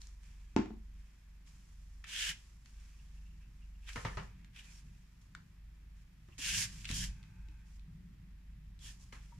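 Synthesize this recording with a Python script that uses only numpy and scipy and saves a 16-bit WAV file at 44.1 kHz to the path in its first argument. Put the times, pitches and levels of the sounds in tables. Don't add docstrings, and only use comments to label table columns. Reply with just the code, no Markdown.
import sys
import numpy as np
from scipy import signal
from scipy.fft import rfft, irfft, next_fast_len
from scipy.io import wavfile

SR = 44100
rng = np.random.default_rng(int(sys.argv[2]) if len(sys.argv) > 2 else 0)


def put_to_file(sound):
    columns = np.atleast_2d(sound).T
    safe = np.clip(columns, -1, 1)
    whole_steps = np.round(safe * 32767)
    wavfile.write(sys.argv[1], SR, whole_steps.astype(np.int16))


def boost_factor(decibels):
    exponent = np.asarray(decibels, float) / 20
    return 10 ** exponent


N = 414094

# pitch_hz, level_db (per Hz)
ROOM_HUSH = [(150, 6), (250, -2.5), (515, -15), (1380, -13.5), (1810, -9), (2560, -12.5), (4210, -19),
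             (5650, -21.5), (6260, -39.5), (7060, -31), (8390, -27.5), (14600, -23.5), (15300, -34)]
# pitch_hz, wander_hz, level_db
TABLE_SWAY = [(25, 2.51, -12.5), (48.8, 1.29, -3), (70.9, 0.99, -14)]
# pitch_hz, width_hz, level_db
TABLE_PANEL = [(61, 30, -5), (110.8, 16.5, 0), (155.3, 9.2, 1), (183.5, 12.3, -1.5), (233, 83, -17.5)]
# peak_s, build_s (per 10 dB), fade_s (per 10 dB), peak_db
ARM_LEANS = [(0.0, .1, 0, -54), (.54, -1.2, 0.8, -51.5), (.9, 2, 0, -53.5), (1.3, 0.1, 0.2, -53),
             (2.0, 0.45, 0.16, -53.5), (2.28, 0.4, .1, -54), (2.76, .4, .3, -55.5), (3.14, .28, 0.64, -52),
             (3.96, 0.26, 0.36, -48.5), (4.19, 0.67, -0.14, -49), (4.65, .4, 0.5, -58.5),
             (4.86, -0.5, 0.7, -58), (5.4, 1.1, -1, -59.5), (5.94, 0.54, 0.5, -55), (6.4, 0.06, -1, -55),
             (6.49, 0.03, 0.1, -48.5), (6.69, 0.2, 0.5, -56), (6.92, -0.06, 0.2, -47),
             (7.12, 0.37, -0.2, -49), (7.38, -0.05, 0.9, -51), (7.85, 0.5, 0, -51.5),
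             (8.31, -1, 0.8, -56.5), (8.5, 0.1, 0.13, -50.5), (8.93, 0.15, -0.2, -51.5),
             (9.38, 2.5, 9, -55.5)]
# peak_s, build_s (per 10 dB), fade_s (per 10 dB), peak_db
HAND_PRESSES = [(.29, 0.1, 0.3, -67.5), (.54, -0.3, 0.7, -66.5), (1.01, 1, .33, -70), (1.51, 0.4, 1.5, -69),
                (2.29, -0.02, 0.1, -58.5), (2.57, 0.5, 2, -71), (3.14, 0, -8.5, -67), (3.57, 1, 0.2, -64.5),
                (3.96, -0.36, 1, -60), (4.08, -0.047, -0.04, -42.5), (4.19, -0.09, 0.06, -46),
                (4.36, .3, 0.5, -61), (4.86, 0.03, 0.2, -59), (5.39, 0.3, 0.3, -61), (5.9, 1.5, 0, -67.5),
                (6.2, 1.2, 0, -67.5), (6.4, -0.01, 0, -54), (6.59, 0.14, 0.25, -50.5),
                (6.85, 0.23, 0.1, -58), (6.92, -0.08, 0.2, -45.5), (7.1, .3, 0.2, -58),
                (7.38, 1, .06, -60.5), (7.5, 4.5, 9, -65.5), (7.88, -0.5, 0.7, -57.5),
                (8.2, 0, 0.14, -57.5), (8.5, -0.6, 2, -62), (9.13, -0.5, 1.5, -63), (9.38, 0.05, 5, -56)]
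# pitch_hz, far_likeness (-1 to 1), near_likeness (-1 to 1)
PORT_LIKENESS = [(25, .9998, 1.0), (60, .996, 1.0), (160, .985, .99), (280, .7, .8), (500, -.3, -.2),
                 (1400, .3, .6), (3000, 0.0, .45), (5500, 0.0, .0)]
# pitch_hz, level_db
LEFT_OVER_RIGHT = [(1000, 0), (5000, 0.1), (8000, -2.5), (9800, 0), (11200, 7.5), (13500, 4), (15000, 2.5)]
# pitch_hz, level_db, ring_s (to fall 60 dB)
TABLE_MODES = [(49.3, -19, 0.19), (113, -5.5, 0.14), (193, -33, 0.046), (223, -1.5, 0.084), (266, 8, 0.02),
               (336, -1, 0.043), (387, -6.5, 0.053), (585, -16, .05), (742, -1.5, 0.032),
               (892, -2.5, 0.062), (1050, -13.5, 0.037)]
# start_s, peak_db, crack_db (relative to peak)
BOTTLE_HITS = [
    (0.5637, -16, -18.5),
    (0.589, -31, -30),
    (0.659, -40.5, -19),
    (0.706, -38, -32),
]
# start_s, slap_peak_db, thud_db (relative to slap), ring_s
STRIP_PATS = [
    (3.958, -35, -16, 0.07),
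    (4.049, -34, -14, 0.1),
    (4.171, -39, -12, 0.11),
    (4.827, -74, 4, 0.088),
    (6.286, -60, 9, 0.039),
    (6.39, -54, -39, 0.022),
    (6.902, -45.5, 12, 0.048),
    (9.124, -49, -3, 0.07),
    (9.32, -68, 1.5, 0.05),
]
# pitch_hz, width_hz, level_db
SLAP_MODES = [(444, 120, -0.5), (924, 330, 2), (1290, 440, 0.5), (1830, 410, 0), (2720, 810, -2.5),
              (3150, 1200, -5.5), (5730, 2700, -17), (10200, 6500, -49)]
# start_s, peak_db, pitch_hz, edge_db (relative to peak), length_s
PAPER_SNAPS = [(0.0174, -52.5, 5600, 3, 0.0095), (0.071, -55, 5800, 0, 0.0058),
               (1.475, -60, 2420, -12, 0.011), (2.042, -47.5, 1810, -19, 0.023),
               (2.659, -54.5, 2370, -12, 0.016), (3.891, -42, 1660, -17, 0.011),
               (3.932, -51.5, 2720, 0, 0.015), (4.446, -54.5, 2140, -10, 0.013),
               (4.562, -48.5, 2540, -25, 0.012), (5.35, -46, 1300, -20, 0.02),
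               (6.381, -52, 2220, 3.5, 0.013), (6.8457, -41.5, 2640, -17, 0.01),
               (6.8536, -38, 2720, -14, 0.023), (6.891, -38, 2600, -15, 0.014),
               (6.913, -39, 3630, 0, 0.009), (7.229, -55.5, 2960, -17, 0.017),
               (7.238, -58, 1550, -30, 0.0091), (7.486, -59.5, 2900, -15, 0.013),
               (7.795, -63, 3100, -7, 0.012), (8.791, -63, 3670, 3, 0.019)]
# start_s, peak_db, pitch_hz, length_s
STRIP_NUDGES = [
    (2.9796, -64, 2800, 0.07),
    (3.1677, -67, 2700, 0.045),
    (3.25, -63.5, 2720, 0.054),
    (3.305, -63.5, 2780, 0.037),
    (3.393, -67, 2650, 0.091),
    (3.609, -63.5, 2750, 0.063),
    (3.742, -67, 2800, 0.045),
    (3.828, -60, 2620, 0.039),
]
# pitch_hz, width_hz, level_db
STRIP_MODES = [(868, 53, 0.5), (1550, 87, 0.5), (2540, 66, -0.5)]
# start_s,
# peak_db, pitch_hz, ring_s
STRUCK_NOTES = [
    (4.883, -62.5, 2640, .015),
    (4.95, -61, 2600, .011),
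    (6.288, -61, 330, .05),
    (6.389, -52.5, 270, 0.059),
    (7.485, -65, 312, .12),
    (9.32, -62, 940, .09),
                (.566, -40, 908, .08), (.566, -41, 1011, .08), (.565, -42, 77.8, .22),
               (2.041, -48.5, 1766, .035), (2.041, -54, 3050, .02), (3.891, -47, 1600, .03),
               (3.891, -49, 2750, .03), (3.959, -41.5, 2170, .03), (3.959, -48, 1240, .05),
               (3.977, -43, 1810, .045), (4.05, -45, 410, .08), (4.05, -44, 920, .08),
               (4.05, -43, 1260, .06), (4.05, -42, 1793, .04), (4.082, -47.5, 1800, .05),
               (4.131, -51.5, 1760, .04), (4.173, -44.5, 1013, .07), (4.173, -50, 635, .07),
               (4.173, -49, 1255, .06), (4.181, -48, 1755, .05), (4.066, -48, 3100, .03),
               (4.008, -50, 1800, .03), (4.197, -51, 3000, .03), (4.05, -35, 112, .14),
               (4.052, -41, 156, .1), (4.172, -39, 112, .14), (3.975, -43, 110, .14),
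               (5.3499, -34, 1436, .011), (5.3497, -44, 2180, .009), (5.3497, -44, 3560, .008),
               (5.3497, -52, 5650, .008), (5.3497, -51, 7000, .008), (9.125, -55, 2077, .05),
               (9.125, -56, 1250, .04), (9.146, -57, 2000, .04), (9.128, -58, 4130, .03),
               (9.125, -59, 5800, .02), (9.149, -60, 4300, .02), (9.125, -57, 3000, .03),
               (.589, -27, 215, .13), (.564, -44, 3800, .02), (3.96, -45, 220, .08), (4.05, -42, 225, .08),
               (4.173, -47, 400, .1), (9.125, -54, 420, .06), (9.125, -52, 220, .07),
               (9.32, -62, 1150, .02), (1.475, -64, 2400, .015)]
# start_s, length_s, level_db, pitch_hz, width_hz
CARD_SINGS = [(2.14, 0.2, -51.5, 3000, 350), (2.21, .12, -56, 1700, 300), (4.555, .062, -64.5, 2450, 250),
              (4.557, .062, -69, 3250, 250), (4.64, .1, -71, 2400, 250), (4.685, .05, -74, 6700, 300),
              (4.72, .08, -72, 5550, 200), (6.4, 0.19, -50.5, 2670, 400), (6.9, .17, -55, 3150, 400),
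              (6.999, 0.059, -56.5, 1720, 300), (6.931, .13, -57, 5500, 350),
              (8.799, .12, -66.5, 3300, 300), (8.839, .09, -71, 1760, 200), (8.808, 0.082, -70, 7000, 400),
              (6.32, 0.023, -69, 2700, 500), (6.85, .03, -60, 2750, 300)]
# start_s, speed_up_s, steady_run_s, level_db, bright_db
CARD_SLIDES = [(2.037, 0.004, 0.004, -53, -22), (2.0397, .2, 0.064, -44, -2),
               (3.861, 0.034, 0.0043, -52.5, -7.5), (3.91, 0.0086, .025, -64, 2),
               (6.378, 0.094, .17, -45.5, 2.5), (6.66, 0.021, 0.174, -65.5, 2.5),
               (6.87, 0.03, 0.022, -51.5, 0.5), (6.919, 0.025, .1, -55, 9), (2.06, 0.058, .08, -57, -9),
               (4.66, 0.065, 0.067, -76, 9.5), (7.64, 0.032, 0.096, -83.5, 11),
               (8.97, 0.048, 0.023, -79, 10.5), (4.25, 0.036, 0.195, -77, -10.5),
               (6.5, 0.05, 0.087, -52, 9.5), (5.94, 0.033, 0.055, -83.5, 0), (3.87, .02, 0.36, -82, 6),
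               (4.555, .008, 0.043, -62.5, -5), (6.38, .005, .05, -58, 4), (7.03, .01, .035, -62, 3),
               (9.04, .02, .06, -83, 4.5)]
# start_s, speed_up_s, level_db, fade_db (per s), bright_db
HAND_BRUSHES = [(0.0, 0.01, -71.5, 86, 2.5), (.19, 0.055, -72.5, 37, -1.5), (.9, 0.08, -78, 19, -2.5),
                (1.45, .03, -74, 150, 3), (1.5, 0.044, -81.5, 12, 4.5), (2.33, .03, -74.5, 54, 3.5),
                (2.64, 0.015, -79, 13, 2.5), (2.7, 0.1, -75, 23, -1.5), (3.39, .03, -76, 197, -6),
                (3.52, .09, -82, 58, -2), (3.8, 0.08, -71, 104, -1), (3.95, 0.0085, -62.5, 53, 2.5),
                (4.525, 0.024, -66, 120, -7.5), (4.6, .05, -69, 56, 0), (4.88, 0.063, -81, 26, -1.5),
                (5.205, .012, -77.5, 250, 2), (5.45, 0.17, -86.5, -1.5, -6), (6.15, 0.23, -78.5, 300, -.5),
                (7.03, 0.011, -58.5, 203, 0.5), (7.1, .02, -73, 28, -5.5), (7.4, 0.18, -79, 44, -6.5),
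                (8.0, 0.32, -85, 15, -8.5), (8.788, 0.094, -62, 206, 5), (9.2, 0.027, -78, 40, 3.5),
                (9.122, 0.0045, -60.5, 141, -4.5)]
# start_s, length_s, extra_crisp_db
EDGE_BITES = [
    (2.085, 0.26, 4.5),
    (3.84, .07, 3.5),
    (4.52, 0.14, 6),
    (6.39, 0.2, 2),
    (6.56, .14, -2.5),
    (6.92, 0.17, 2.5),
    (7.1, .55, -5),
    (8.786, .16, 1),
]
# middle_s, extra_db
EDGE_SNAGS = [(2.121, 2), (2.15, 3), (2.163, 5.5), (2.174, 2), (2.209, 2.5), (2.225, 3), (2.241, 3.5),
              (2.277, 2.5), (2.292, 2.5), (2.314, 5), (6.447, 2), (6.455, 2), (6.489, 5), (6.503, 3),
              (6.547, 4.5), (6.59, 2), (6.646, 2.5), (6.657, 2.5), (6.902, 4), (6.932, 5), (6.965, 2),
              (7.025, 3.5)]
# pitch_hz, width_hz, level_db
CARD_MODES = [(340, 65, -15), (1060, 510, -12.5), (1616, 327, -0.5), (2546, 450, 0.5), (2820, 145, 3.5),
              (3210, 690, -3), (4190, 2000, -3), (5600, 1170, 3), (7080, 1160, 0.5), (9560, 2540, -5),
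              (11630, 4600, -12.5)]


def rms_one(x):
    return x / np.sqrt(np.mean(x ** 2) + 1e-20)


def at_hz(points, size, column=1):
    hz = np.maximum(np.arange(size // 2 + 1) * SR / size, 1)
    points = np.array(points)
    return np.interp(np.log(hz), np.log(points[:, 0]), points[:, column])


def drift(rate_hz):
    knots = rng.standard_normal(4000)[:int(N / SR * rate_hz) + 2]
    return np.interp(np.arange(N) / SR * rate_hz, np.arange(len(knots)), knots)


def window(start_s, length_s):
    out = np.zeros(N + SR)
    arch = np.sin(np.linspace(0, np.pi, max(round(length_s * SR), 2)))
    out[round(start_s * SR):][:len(arch)] = np.sqrt(np.abs(arch))
    return out[:N]


def cut(x, hz, kind, order=2):
    return signal.sosfilt(signal.butter(order, hz, kind, fs=SR, output="sos"), x)


def resonate(x, hz, width_hz):
    r = np.exp(-np.pi * width_hz / SR)
    top = [(1 - r * r) / 2, 0, (r * r - 1) / 2]
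    return signal.lfilter(top, [1, -2 * r * np.cos(2 * np.pi * hz / SR), r * r], x + 1e-18)


def body(x, modes):
    return sum((-1) ** k * boost_factor(db) * resonate(x, hz, width) for k, (hz, width, db) in enumerate(modes))


def ring(x, hz, ring_s):
    r, w = boost_factor(-60 / (ring_s * SR)), 2 * np.pi * hz / SR
    return signal.lfilter([0, np.sin(w)], [1, -2 * r * np.cos(w), r * r], x + 1e-18)


def burst(start_s, ring_s, click):
    at = round(start_s * SR)
    t = np.arange(min(SR // 2, N - at)) / SR
    noise = rng.standard_normal((2, SR // 2))[:, :len(t)] * boost_factor(-60 * t / max(ring_s, .002))
    noise[:, 0] += click
    return at, noise


def ports(mid, side, column):
    size = next_fast_len(N + SR)
    alike = np.clip(at_hz(PORT_LIKENESS, size, column), -1, 1)
    lean = boost_factor((column - 1) * at_hz(LEFT_OVER_RIGHT, size) / 2)
    shared = np.sqrt((1 + alike) / 2) * rfft(mid, size)
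    opposed = np.sqrt((1 - alike) / 2) * rfft(side, size)
    return np.sqrt(2) * irfft([(shared + opposed) * lean, (shared - opposed) / lean], size)[:, :N]


def swells(rows):
    t, level_db = np.arange(N) / SR, np.full(N, -120.)
    for peak_s, build_s, fade_s, peak_db in rows:
        before = (peak_s - t) / max(build_s, .005)
        after = (t - peak_s) / max(fade_s, .005)
        level_db = np.maximum(level_db, peak_db - 10 * np.maximum(before, after))
    return level_db


def tremble(sway_db, panel_db):
    sway = np.zeros(N)
    for hz, wander_hz, db in TABLE_SWAY:
        cycles = np.cumsum(hz + wander_hz * drift(5.4)) / SR
        sway += boost_factor(db) * np.sin(2 * np.pi * cycles)
    panel = body(rng.standard_normal(N), TABLE_PANEL)
    panel = cut(cut(panel, 32, "high"), 278, "low")
    return boost_factor(sway_db + 2.5 * drift(9)) * rms_one(sway) + boost_factor(panel_db) * rms_one(panel)


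def background():
    size = next_fast_len(N)
    hush = rfft(rng.standard_normal((2, size))) * boost_factor(at_hz(ROOM_HUSH, size))
    hush = irfft(hush, size)[:, :N]
    rumble = tremble(swells(ARM_LEANS), swells(HAND_PRESSES))
    mid, side = boost_factor(-72.5) * rms_one(hush) + [rumble, np.roll(rumble, SR // 30)]
    return ports(mid, side, column=1)


def echo_tails():
    t = np.arange(SR // 2) / SR
    ring_s, set_in_s, dull_hz = 0.3, 0.001, 6800
    tails = rng.standard_normal((2, len(t))) * boost_factor(-60 * t / ring_s) * np.clip(t / set_in_s, 0, 1)
    return cut(tails, dull_hz, "low")


def room(x, tails):
    tails = tails[None] / np.sqrt(np.sum(tails ** 2))
    one, other = signal.fftconvolve(x[:, None], tails, axes=2)[..., :N]
    return ports(one[0] + other[1], one[1] - other[0], column=1)


def table_top(blows, contact_hz, spread_db):
    out, luck = np.zeros(N), rng.standard_normal((len(blows), len(TABLE_MODES)))
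    seconds, blow_db = np.transpose(blows)
    for k, (hz, db, ring_s) in enumerate(TABLE_MODES):
        clicks = np.zeros(N)
        clicks[np.round(seconds * SR).astype(int)] = -boost_factor(blow_db + db + spread_db * luck[:, k])
        out += ring(clicks, hz, ring_s)
    return cut(out, contact_hz, "low")


def table_thuds():
    landings = [(s, db - 7.5) for s, db, crack_db in BOTTLE_HITS]
    knocks = table_top(landings, contact_hz=1400, spread_db=1.0)
    knocks = resonate(knocks, 303, 326) + boost_factor(-12.0) * cut(knocks, 670, "high")
    hum_s, hum_db, hum_hz, hum_ring_s = .704, -41.5, 219.6, 0.17
    hum = ring(boost_factor(hum_db) * (np.arange(N) == round(hum_s * SR)), hum_hz, hum_ring_s)
    presses = [(s, db + thud_db - 0.5) for s, db, thud_db, ring_s in STRIP_PATS]
    pushes = table_top(presses, contact_hz=120, spread_db=5.5)
    return knocks + resonate(hum, hum_hz, 60) + pushes


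def bottle_cracks():
    crack = np.zeros((2, N))
    for s, db, crack_db in BOTTLE_HITS:
        at, noise = burst(s, 0.013, click=8.0)
        crack[:, at:at + noise.shape[1]] += boost_factor(db + crack_db + 10.5) * noise
    knock = cut(cut(crack, 620, "high"), 1570, "low", order=1)
    knock += boost_factor(-14.5) * resonate(crack, 6800, 2550)
    return cut(knock, 6830, "low", order=6)


def pat_slaps():
    slaps = np.zeros((2, N))
    for s, db, thud_db, ring_s in STRIP_PATS:
        at, noise = burst(s, ring_s, click=4.3)
        slaps[:, at:at + noise.shape[1]] += boost_factor(db + 5.5) * noise
    return cut(body(slaps, SLAP_MODES), 12600, "low", order=4)


def paper_snaps():
    out = np.zeros((2, N))
    for s, db, hz, edge_db, length_s in PAPER_SNAPS:
        at, noise = burst(s, length_s, click=2.9)
        snap = resonate(noise, hz, 1270) + boost_factor(edge_db - 6.0) * resonate(noise, 4100, 6600)
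        out[:, at:at + noise.shape[1]] += boost_factor(db + 8.0) * snap
    return cut(cut(out, 890, "high"), 8900, "low", order=4)


def strip_nudges():
    out = np.zeros((2, N))
    for s, db, hz, length_s in STRIP_NUDGES:
        at, swell = round((s - .01) * SR), np.hanning(round(length_s * SR))
        noise = rng.standard_normal((2, SR // 4))[:, :len(swell)] * swell
        squeak = resonate(resonate(noise, hz, 300), hz, 400)
        out[:, at:at + len(swell)] += boost_factor(db + 5.5) * squeak
    return out


def thumb_creep():
    start_s, length_s, level_db = 6.92, 0.78, -78
    friction = rms_one(body(rng.standard_normal((2, N)), STRIP_MODES))
    return boost_factor(level_db) * window(start_s, length_s) * friction


def ticks_and_knocks():
    out, t = np.zeros(N + SR), np.arange(SR // 2) / SR
    contact_s, rattle_spread_db = .0012, 4.0
    start = np.minimum(t / contact_s, 1)
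    for s, db, hz, ring_s in STRUCK_NOTES:
        step = t * hz / 8
        rattle_db = np.interp(step, np.arange(400), rng.standard_normal(400))
        rattle_db = rattle_db * rattle_spread_db * np.minimum(step, 1)
        level = boost_factor(db + rattle_db - 60 * t / max(ring_s, .003))
        out[round(s * SR):][:len(t)] += start * level * np.sin(2 * np.pi * hz * t)
    return out[:N]


def card_sings():
    out = np.zeros((2, N))
    for s, length_s, db, hz, width_hz in CARD_SINGS:
        at, noise = round(s * SR), rng.standard_normal((2, SR // 4))
        tone = rms_one(resonate(resonate(noise, hz, width_hz), hz, width_hz))
        swell = window(s, length_s)[at:at + SR // 4]
        out[:, at:at + SR // 4] += boost_factor(db) * tone * swell
    return out


def hand_strokes():
    t = np.arange(0, N + 32, 32) / SR
    slide_stop_db_per_s = 520
    strokes = [(s, rise, run, db, slide_stop_db_per_s, bright) for s, rise, run, db, bright in CARD_SLIDES]
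    strokes += [(s, rise, 0, db, fade, bright) for s, rise, db, fade, bright in HAND_BRUSHES]

    fidget_db, fidget_bright_db = -89.5, 6
    power = np.full(len(t), boost_factor(2 * fidget_db))
    colour, speeding = power * fidget_bright_db, np.zeros(len(t))
    for s, rise, run, db, fade, bright in strokes:
        speed = np.clip((t - s) / max(rise, .002), 0, 1)
        fallen_db = abs(fade) * np.maximum(t - s - rise - run, 0)
        share = (speed * boost_factor(db - fallen_db)) ** 2
        power = power + share
        colour = colour + share * bright
        speeding = speeding + share * (1 - speed ** 4)

    curves = 10 * np.log10(power), colour / power, speeding / power
    level_db, bright_db, speeding = (np.interp(np.arange(N) / SR, t, c) for c in curves)
    firmness_db = level_db + 80
    crisp_db = -1.5 + 0.44 * bright_db + 0.059 * firmness_db + 3 * speeding
    crisp_db += sum(db * window(s, length_s) for s, length_s, db in EDGE_BITES)
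    weight_db = 1.5 - 0.46 * firmness_db + 0.28 * bright_db
    return level_db, crisp_db, bright_db, weight_db


def card_rubbing(level_db, crisp_db, bright_db, weight_db):
    slips_per_s, uneven_db, flicker_db, snag_s = 9000, 1.0, 1.1, 0.0063
    sizes = boost_factor(uneven_db * np.minimum(rng.exponential(1, N), 5))
    slips = rms_one(sizes * (rng.random(N) < slips_per_s / SR))
    signs = rng.choice([-1, 1], (2, 2, N))
    coarse, fine = slips * boost_factor(level_db + flicker_db * drift(120)) * signs
    coarse = coarse * boost_factor(sum(db * window(s - snag_s / 2, snag_s) for s, db in EDGE_SNAGS))

    heavy = cut(body(fine * boost_factor(weight_db + 9.5), CARD_MODES[:2]), 1950, "low")
    firm = body(coarse, CARD_MODES[2:4]) + body(coarse * boost_factor(crisp_db), CARD_MODES[4:6])
    firm = cut(firm, 1340, "high", order=3)
    bright = cut(body(fine * boost_factor(bright_db - 1.5), CARD_MODES[6:]), 3500, "high")
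    bright = cut(bright, 13400, "low", order=10)
    return boost_factor(10.5) * (heavy + firm + bright)


def scene():
    rubbed = card_rubbing(*hand_strokes())
    struck = bottle_cracks() + pat_slaps()
    snapped = paper_snaps() + strip_nudges()
    table = table_thuds()
    tails, ground = echo_tails(), background()
    faint = thumb_creep() + card_sings()
    knocked = ticks_and_knocks() * [[1], [.5]]

    near = ports(*(rubbed + struck + snapped + faint + knocked), column=2)
    near = near * boost_factor(np.array([[-0.7], [0.7]]) / 2)
    echoed = boost_factor(-16.0) * rubbed + boost_factor(-4.0) * struck + boost_factor(-8.5) * snapped
    echoed = echoed + boost_factor(-9.5) * table + boost_factor(-13.0) * knocked
    return near + table + room(echoed, tails) + ground


def top_cut(x):
    return signal.sosfilt(signal.butter(12, 15480, fs=SR, output="sos"), x)


def record(dry):
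    return top_cut(dry)


dry = scene()
out = record(dry)
put_to_file(out)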